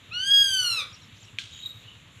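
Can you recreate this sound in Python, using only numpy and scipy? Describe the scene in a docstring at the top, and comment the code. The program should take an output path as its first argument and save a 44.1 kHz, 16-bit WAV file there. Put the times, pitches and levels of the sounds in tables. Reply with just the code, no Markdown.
"""Hawk calling in a rural yard

A perched hawk gives one long clear wail, a stack of pure tones; trunks and walls echo it, so its overtones beat.
A dry snap rings short tones and leaves a noisy tail; two tiny bells jingle as knocks and rattle ring their metal.
Small birds chirp with gliding tones, and a faint low swell of filtered noise passes.
A far one-cylinder pump thumps with low ringing tones, over coloured noise for hum, leaves and far birds."""
import sys
import numpy as np
from scipy import signal
from scipy.fft import rfft, irfft
from scipy.io import wavfile
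from scipy.ndimage import uniform_filter1d

SR = 44100
rng = np.random.default_rng(int(sys.argv[2]) if len(sys.argv) > 2 else 0)


def voltage_ratio(level):
    """Linear amplitude factor for a level in decibels (scalar or array-like)."""
    return 10 ** (np.asarray(level, float) / 20)


def master_out(mix):
    """Clip the mix to full scale and print it as 16-bit PCM to the path in sys.argv[1]."""
    frames = np.transpose(np.atleast_2d(mix))
    ceiling = np.clip(frames, -1, 1)
    pcm = np.round(ceiling * 32767).astype(np.int16)
    wavfile.write(sys.argv[1], SR, pcm)


N = 97020
T = np.arange(N) / SR  # time of each sample [s]


def curve(rows, col, outside=None):
    """A table column joined by straight lines in time; outside is its value before and after."""
    r = np.array(rows, float)
    return np.interp(T, r[:, 0], r[:, col], outside, outside)


def shape(points, hz):
    """Level in dB at hz, by straight lines on a logarithmic frequency axis."""
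    p = np.array(points, float)
    return np.interp(np.log(np.maximum(hz, 1)), np.log(p[:, 0]), p[:, 1])


def unit(x):
    """Scale to rms 1."""
    return x / np.sqrt(np.mean(x ** 2))


def decay(t, t60):
    """Exponential fall of 60 dB in t60 seconds."""
    return np.exp(-np.log(1000) * t / t60)


def noise(points):
    """Noise coloured by a table of (frequency, level), rms 1."""
    spectrum = rfft(rng.standard_normal(N))
    hz = np.fft.rfftfreq(N, 1 / SR)
    return unit(irfft(spectrum * voltage_ratio(shape(points, hz)), N))


def band(x, hz, width_hz):
    """Keep a band of frequencies around hz."""
    edges = [max(hz - width_hz / 2, 10), hz + width_hz / 2]
    return signal.sosfilt(signal.butter(2, edges, "band", fs=SR, output="sos"), x)


def walk(rate):
    """Smooth random wander, rms 1; a higher rate [Hz] wanders faster."""
    k = max(int(SR / rate), 1)
    return unit(uniform_filter1d(uniform_filter1d(rng.standard_normal(N), k), k))


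def ring(hits, modes, rise_s):
    """Hits set off a sum of decaying tones, as in a struck body; the tones take about rise_s to swell."""
    t = T[:SR // 2]
    body = sum(voltage_ratio(db) * np.sin(2 * np.pi * hz * t) * decay(t, t60) for hz, db, t60 in modes)
    swell = 1 - np.exp(-(t / rise_s) ** 2)
    return signal.fftconvolve(hits, body * swell)[:N]


def blows(rows):
    """One single-sample impulse for each (time, level)."""
    x = np.zeros(N)
    for s, db in rows:
        x[int(s * SR)] += voltage_ratio(db)
    return x


def fade(t0, t1, s):
    """1 between t0 and t1, with ramps of s seconds inside."""
    return np.clip(np.minimum(T - t0, t1 - T) / s, 0, 1)


def hawk():
    """A harmonic tone: the throat boosts or weakens each overtone, and a little air noise joins in."""
    # the wail: (time [s], pitch [Hz], tone level before the throat [dB],
    # tilt above the second harmonic [dB per octave], air noise level [dB])
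    wail = [(0.108, 1247, -78, -16, -60), (0.11, 1201, -52.5, -35, -62), (0.138, 1419, -43, -10.5, -48.5),
            (0.186, 1468, -38, -10.5, -53.5), (0.272, 1618, -33.5, -2, -59.5),
            (0.296, 1622, -32.5, -6.5, -49), (0.314, 1641, -34, -1, -51), (0.42, 1635, -31.5, -1, -49),
            (0.532, 1549, -33.5, 0.5, -47.5), (0.604, 1500, -32.5, -1.5, -57), (0.622, 1470, -38, 3, -46),
            (0.684, 1417, -39, 1, -55), (0.726, 1360, -42.5, 4, -47), (0.758, 1333, -45.5, 2, -43),
            (0.786, 1273, -40, -3, -55), (0.8, 1215, -47, 2.5, -39.5), (0.826, 1161, -48.5, -8, -52),
            (0.836, 1128, -60, -4, -62)]
    # how the throat colours the voice: (frequency [Hz], level [dB])
    throat = [(1100, 8), (1650, -0.5), (2350, 14.5), (2800, 10), (3050, 11), (3180, 2), (3280, 19),
              (3700, 16.5), (4200, 13.5), (4600, 1.5), (4950, 3.5), (5600, 3), (6300, 0), (7200, -12),
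              (8200, -7), (10000, -12.5), (13000, -21), (15500, -37)]
    waver, waver_hz = .002, 60  # pitch unsteadiness: rms share of the pitch, rate
    pitch = uniform_filter1d(curve(wail, 1), size=900, mode="nearest")
    pitch = pitch * (1 + waver * walk(waver_hz))
    phase = 2 * np.pi * np.cumsum(pitch) / SR
    tone = 0
    for k in range(1, 14):
        tilt_db = curve(wail, 3) * np.log2(max(k / 2, 1))
        gain = voltage_ratio(shape(throat, k * pitch) + tilt_db)
        gain = gain * (k * pitch < .45 * SR)  # leave out tones too high for the sample rate
        tone = tone + np.sqrt(2) * gain * np.sin(k * phase)
    breath = voltage_ratio(curve(wail, 4)) * noise(throat)
    voice = tone * voltage_ratio(curve(wail, 2)) + breath
    return voice * fade(wail[0][0], wail[-1][0], .01)


def snap():
    """A short dry crack of ringing tones, then a noisy tail scattered by leaves, ground and farther trees."""
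    # the crack: (time [s], level [dB])
    crack = [(1.3857, -16)]
    # its ringing tones: (frequency [Hz], level [dB], time to fall 60 dB [s])
    crack_modes = [(1594, -20.5, 0.07), (2436, 4.5, 0.0098), (3210, 1, 0.011), (4150, -8.5, 0.014),
                   (5950, -20, .01), (7940, -22, .008)]
    # colour of the tail: (frequency [Hz], relative level per Hz [dB])
    tail_colour = [(760, -52), (1300, -23), (1630, -11), (1840, -28), (1960, -15), (2860, -7.5), (3440, -2),
                   (4770, -15), (7250, -17.5), (15000, -50)]
    near_db, near_t60_s = -19.5, 0.099  # relative to the crack
    far_db, far_t60_s = -26, 0.72  # the slower wash from farther trees
    s, db = crack[0]
    after = np.maximum(T - s, 0)
    fall = voltage_ratio(near_db) * decay(after, near_t60_s) + voltage_ratio(far_db) * decay(after, far_t60_s)
    start = np.clip(after / 0.0022, 0, 1)  # silent before the crack, then a quick rise
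    tail = noise(tail_colour) * voltage_ratio(1.5 * walk(300)) * start * fall
    return ring(blows(crack), crack_modes, .00045) + voltage_ratio(db) * tail


def bell(modes, knocks, shake):
    """A bell's metal rings from clear knocks of the pellet inside and from its random rattle."""
    rattle_per_s = 700  # average number of small random hits
    chance, size = rng.random(N), rng.standard_normal(N)
    rattle = (chance < rattle_per_s / SR) * size * voltage_ratio(curve(shake, 1, -120))
    return ring(blows(knocks) + rattle, modes, 0.00058)


def high_bell():
    """The higher bell rings longer, mostly on one tone."""
    # ringing tones: (frequency [Hz], level [dB], time to fall 60 dB [s])
    high_modes = [(3790, 0, .06), (7400, -28, .12), (8320, -27, .08), (12130, -31, .22), (13280, -36, .08)]
    # clear knocks of the pellet: (time [s], level [dB])
    high_knocks = [(1.529, -40), (1.601, -37), (1.623, -39), (1.6588, -23), (1.676, -35), (1.697, -34),
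                   (1.713, -39), (1.769, -43)]
    # strength of the rattle: (time [s], level [dB])
    high_shake = [(1.52, -62), (1.55, -52), (1.585, -56), (1.635, -42), (1.655, -46), (1.7, -44),
                  (1.74, -52), (1.82, -62)]
    return bell(high_modes, high_knocks, high_shake)


def low_bell():
    """The lower bell has heavily damped tones, so it clicks more than it rings."""
    # ringing tones: (frequency [Hz], level [dB], time to fall 60 dB [s])
    low_modes = [(3205, 3.5, 0.016), (3020, -11.5, .015), (6750, -5, 0.016), (7080, -11, .02)]
    # clear knocks of the pellet: (time [s], level [dB])
    low_knocks = [(1.520, -38), (1.535, -37), (1.562, -41), (1.577, -35), (1.590, -38)]
    # strength of the rattle: (time [s], level [dB])
    low_shake = [(1.49, -56), (1.535, -47), (1.56, -50), (1.6, -46), (1.68, -56)]
    return bell(low_modes, low_knocks, low_shake)


def chirping():
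    """Short sine notes, arched or gliding in pitch, that flicker in level."""
    # arched chirps: (middle [s], length [s], edge pitch [Hz], top pitch [Hz], level [dB])
    arches = [(.401, .028, 5900, 7500, -58), (.939, .03, 3500, 5750, -55), (1.218, .042, 3600, 7400, -58),
              (1.249, .016, 3600, 5700, -62)]
    # straight glides: (start [s], length [s], start pitch [Hz], end pitch [Hz], level [dB])
    glides = [(.895, .025, 4000, 7000, -65), (.948, .014, 8200, 5500, -65), (.958, .03, 2950, 2550, -58),
              (1.012, .03, 4200, 3700, -60), (1.018, .03, 5750, 5200, -61), (1.145, .028, 3800, 6800, -65),
              (1.152, .03, 2600, 6600, -63), (1.165, .037, 2800, 8300, -64), (1.18, .045, 2200, 6200, -63),
              (1.252, .016, 8200, 6200, -65), (1.265, .035, 3300, 2500, -59)]
    arch_power = 3.2  # higher stays near the top pitch for longer
    flicker_db, flicker_hz = 4.5, 220  # rms, rate
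    notes = []
    for middle, length, edge, top, db in arches:
        from_middle = np.clip(np.abs(T - middle) * 2 / length, 0, 1)
        pitch = top - (top - edge) * from_middle ** arch_power
        notes.append((middle - length / 2, length, pitch, db))
    for s, length, first, last, db in glides:
        notes.append((s, length, np.interp(T, [s, s + length], [first, last]), db))
    out = 0
    for s, length, pitch, db in notes:
        loudness = voltage_ratio(db + flicker_db * walk(flicker_hz)) * fade(s, s + length, 0.0014)
        out = out + loudness * np.sqrt(2) * np.sin(2 * np.pi * np.cumsum(pitch) / SR)
    return out


def far_twitter():
    """A far twitter: a sine blurred by fast random changes of pitch and level."""
    # (time [s], centre pitch [Hz], level [dB])
    twitter = [(1.8, 2790, -99), (1.838, 2825, -55.5), (2.002, 2864, -55), (2.05, 2900, -106),
               (2.06, 2770, -75)]
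    pitch = curve(twitter, 1) * (1 + 0.05 * walk(120.1))
    phase = 2 * np.pi * np.cumsum(pitch) / SR
    return np.sin(phase) * voltage_ratio(curve(twitter, 2, -120) + 5.4 * walk(60))


def low_swell():
    """A faint swell of random noise in three low bands."""
    # strength of the swell: (time [s], level [dB])
    swell_level = [(0.56, -71), (0.656, -50.5), (0.714, -53), (0.75, -50), (0.844, -50), (1.06, -83)]
    # noise bands: (centre [Hz], width [Hz], relative level [dB])
    swell_bands = [(535, 150, -8.5), (1275, 284, 4), (2120, 540, -4.5)]
    rush = sum(voltage_ratio(db) * unit(band(rng.standard_normal(N), hz, w)) for hz, w, db in swell_bands)
    return rush * voltage_ratio(curve(swell_level, 1, -120))


def pump():
    """Each firing thumps the exhaust, which rings at low tones, never quite alike; valves clatter."""
    # exhaust tones: (frequency [Hz], relative level [dB], time to fall 60 dB [s])
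    exhaust_modes = [(70, -7, .09), (104.6, 24, 0.13), (129, -13.5, 0.055), (200, -5.5, 0.14),
                     (255, -24, .04)]
    firing_hz, first_s = 9.645, .084
    scatter_db = 1.3  # rms difference in strength between firings
    thump_db, clatter_db = -55, -60.5  # thump: overall rms; clatter: rms at each firing
    since = ((T - first_s) * firing_hz % 1) / firing_hz  # time since the last firing [s]
    firing = np.diff(since, prepend=1) < 0
    firing[0] = False
    push = firing * voltage_ratio(scatter_db * rng.standard_normal(N))
    puff = 0.004 * np.exp(-since / 0.065) * rng.standard_normal(N)
    thump = unit(ring(push + puff, exhaust_modes, 0.0082))
    clatter = unit(band(rng.standard_normal(N), 1790, 2120)) * np.exp(-since / .09)
    return voltage_ratio(thump_db) * thump + voltage_ratio(clatter_db) * clatter


def air():
    """Coloured noise for distant hum, leaves and far birds; each octave wanders a little on its own."""
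    # (frequency [Hz], relative level per Hz [dB])
    air_colour = [(24, -32), (40, -1), (114, -1.5), (222, -7.5), (394, -16.5), (481, -15.5), (648, -19.5),
                  (698, -19.5), (771, -24), (1240, -16), (1440, -18.5), (2090, -15), (2740, -11.5),
                  (3790, -11), (4980, -35), (7230, -20), (8190, -36.5), (11600, -34.5), (15200, -51)]
    air_db = -52.5  # rms before the wander
    spectrum = rfft(noise(air_colour))
    octave = np.log2(np.maximum(np.fft.rfftfreq(N, 1 / SR), 1) / 30)  # octaves above 30 Hz
    out = 0
    for k in range(11):
        part = irfft(spectrum * np.clip(1 - np.abs(octave - k), 0, 1), N)
        out = out + part * voltage_ratio(0.23 * walk(3.1) + 1.66 * walk(17))  # slow and faster wander
    return voltage_ratio(air_db) * out


def yard(x, wet_db):
    """Adds a few strong reflections and a diffuse tail that loses its treble first."""
    # strong single reflections: (delay [s], relative level [dB])
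    reflections = [(.0042, -11.5), (.011, -3.5), (.019, -20.5), (.031, -7.5)]
    # small trunks scatter the treble best: (frequency [Hz], level [dB])
    echo_colour = [(300, -9.5), (1600, -13.5), (2600, -6), (5000, 0), (12000, 4.5)]
    tail_db = -1  # diffuse tail, before wet_db and the colour
    low_t60_s, treble_t60_s = .36, .24
    t = T[:SR // 2]
    low, high = rng.standard_normal((2, len(t)))
    low = uniform_filter1d(low, size=6)
    high = high - uniform_filter1d(high, size=6)
    tail = unit(low) * decay(t, low_t60_s) + unit(high) * decay(t, treble_t60_s)
    tail = tail / np.sqrt(np.sum(tail ** 2))
    echo = voltage_ratio(wet_db) * (voltage_ratio(tail_db) * tail + blows(reflections)[:len(t)])
    colour = voltage_ratio(shape(echo_colour, np.fft.rfftfreq(len(t), 1 / SR)))
    echo = irfft(rfft(echo) * colour, len(t))
    wet = signal.fftconvolve(x, echo)[:N]
    return (x + wet) / np.sqrt(1 + np.sum(echo ** 2))  # keeps the total power about the same


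def scene():
    """All sources together; hawk, small birds and bells echo in the yard."""
    call = yard(hawk(), -2.5)
    birds = yard(chirping() + far_twitter(), -7)
    bells = yard(high_bell() + low_bell(), -8)
    return (call + birds + bells + snap() + low_swell() + pump() + air())[None]


def top_cut(x):
    """Nothing passes above the cut-off."""
    return signal.sosfilt(signal.butter(12, 15400, fs=SR, output="sos"), x)


def record(dry):
    """A phone microphone thins the deep bass, here with a high-pass filter at 62 Hz."""
    mix = signal.sosfilt(signal.butter(3, 62, "high", fs=SR, output="sos"), dry)
    return top_cut(mix)


dry = scene()
out = record(dry)
master_out(out)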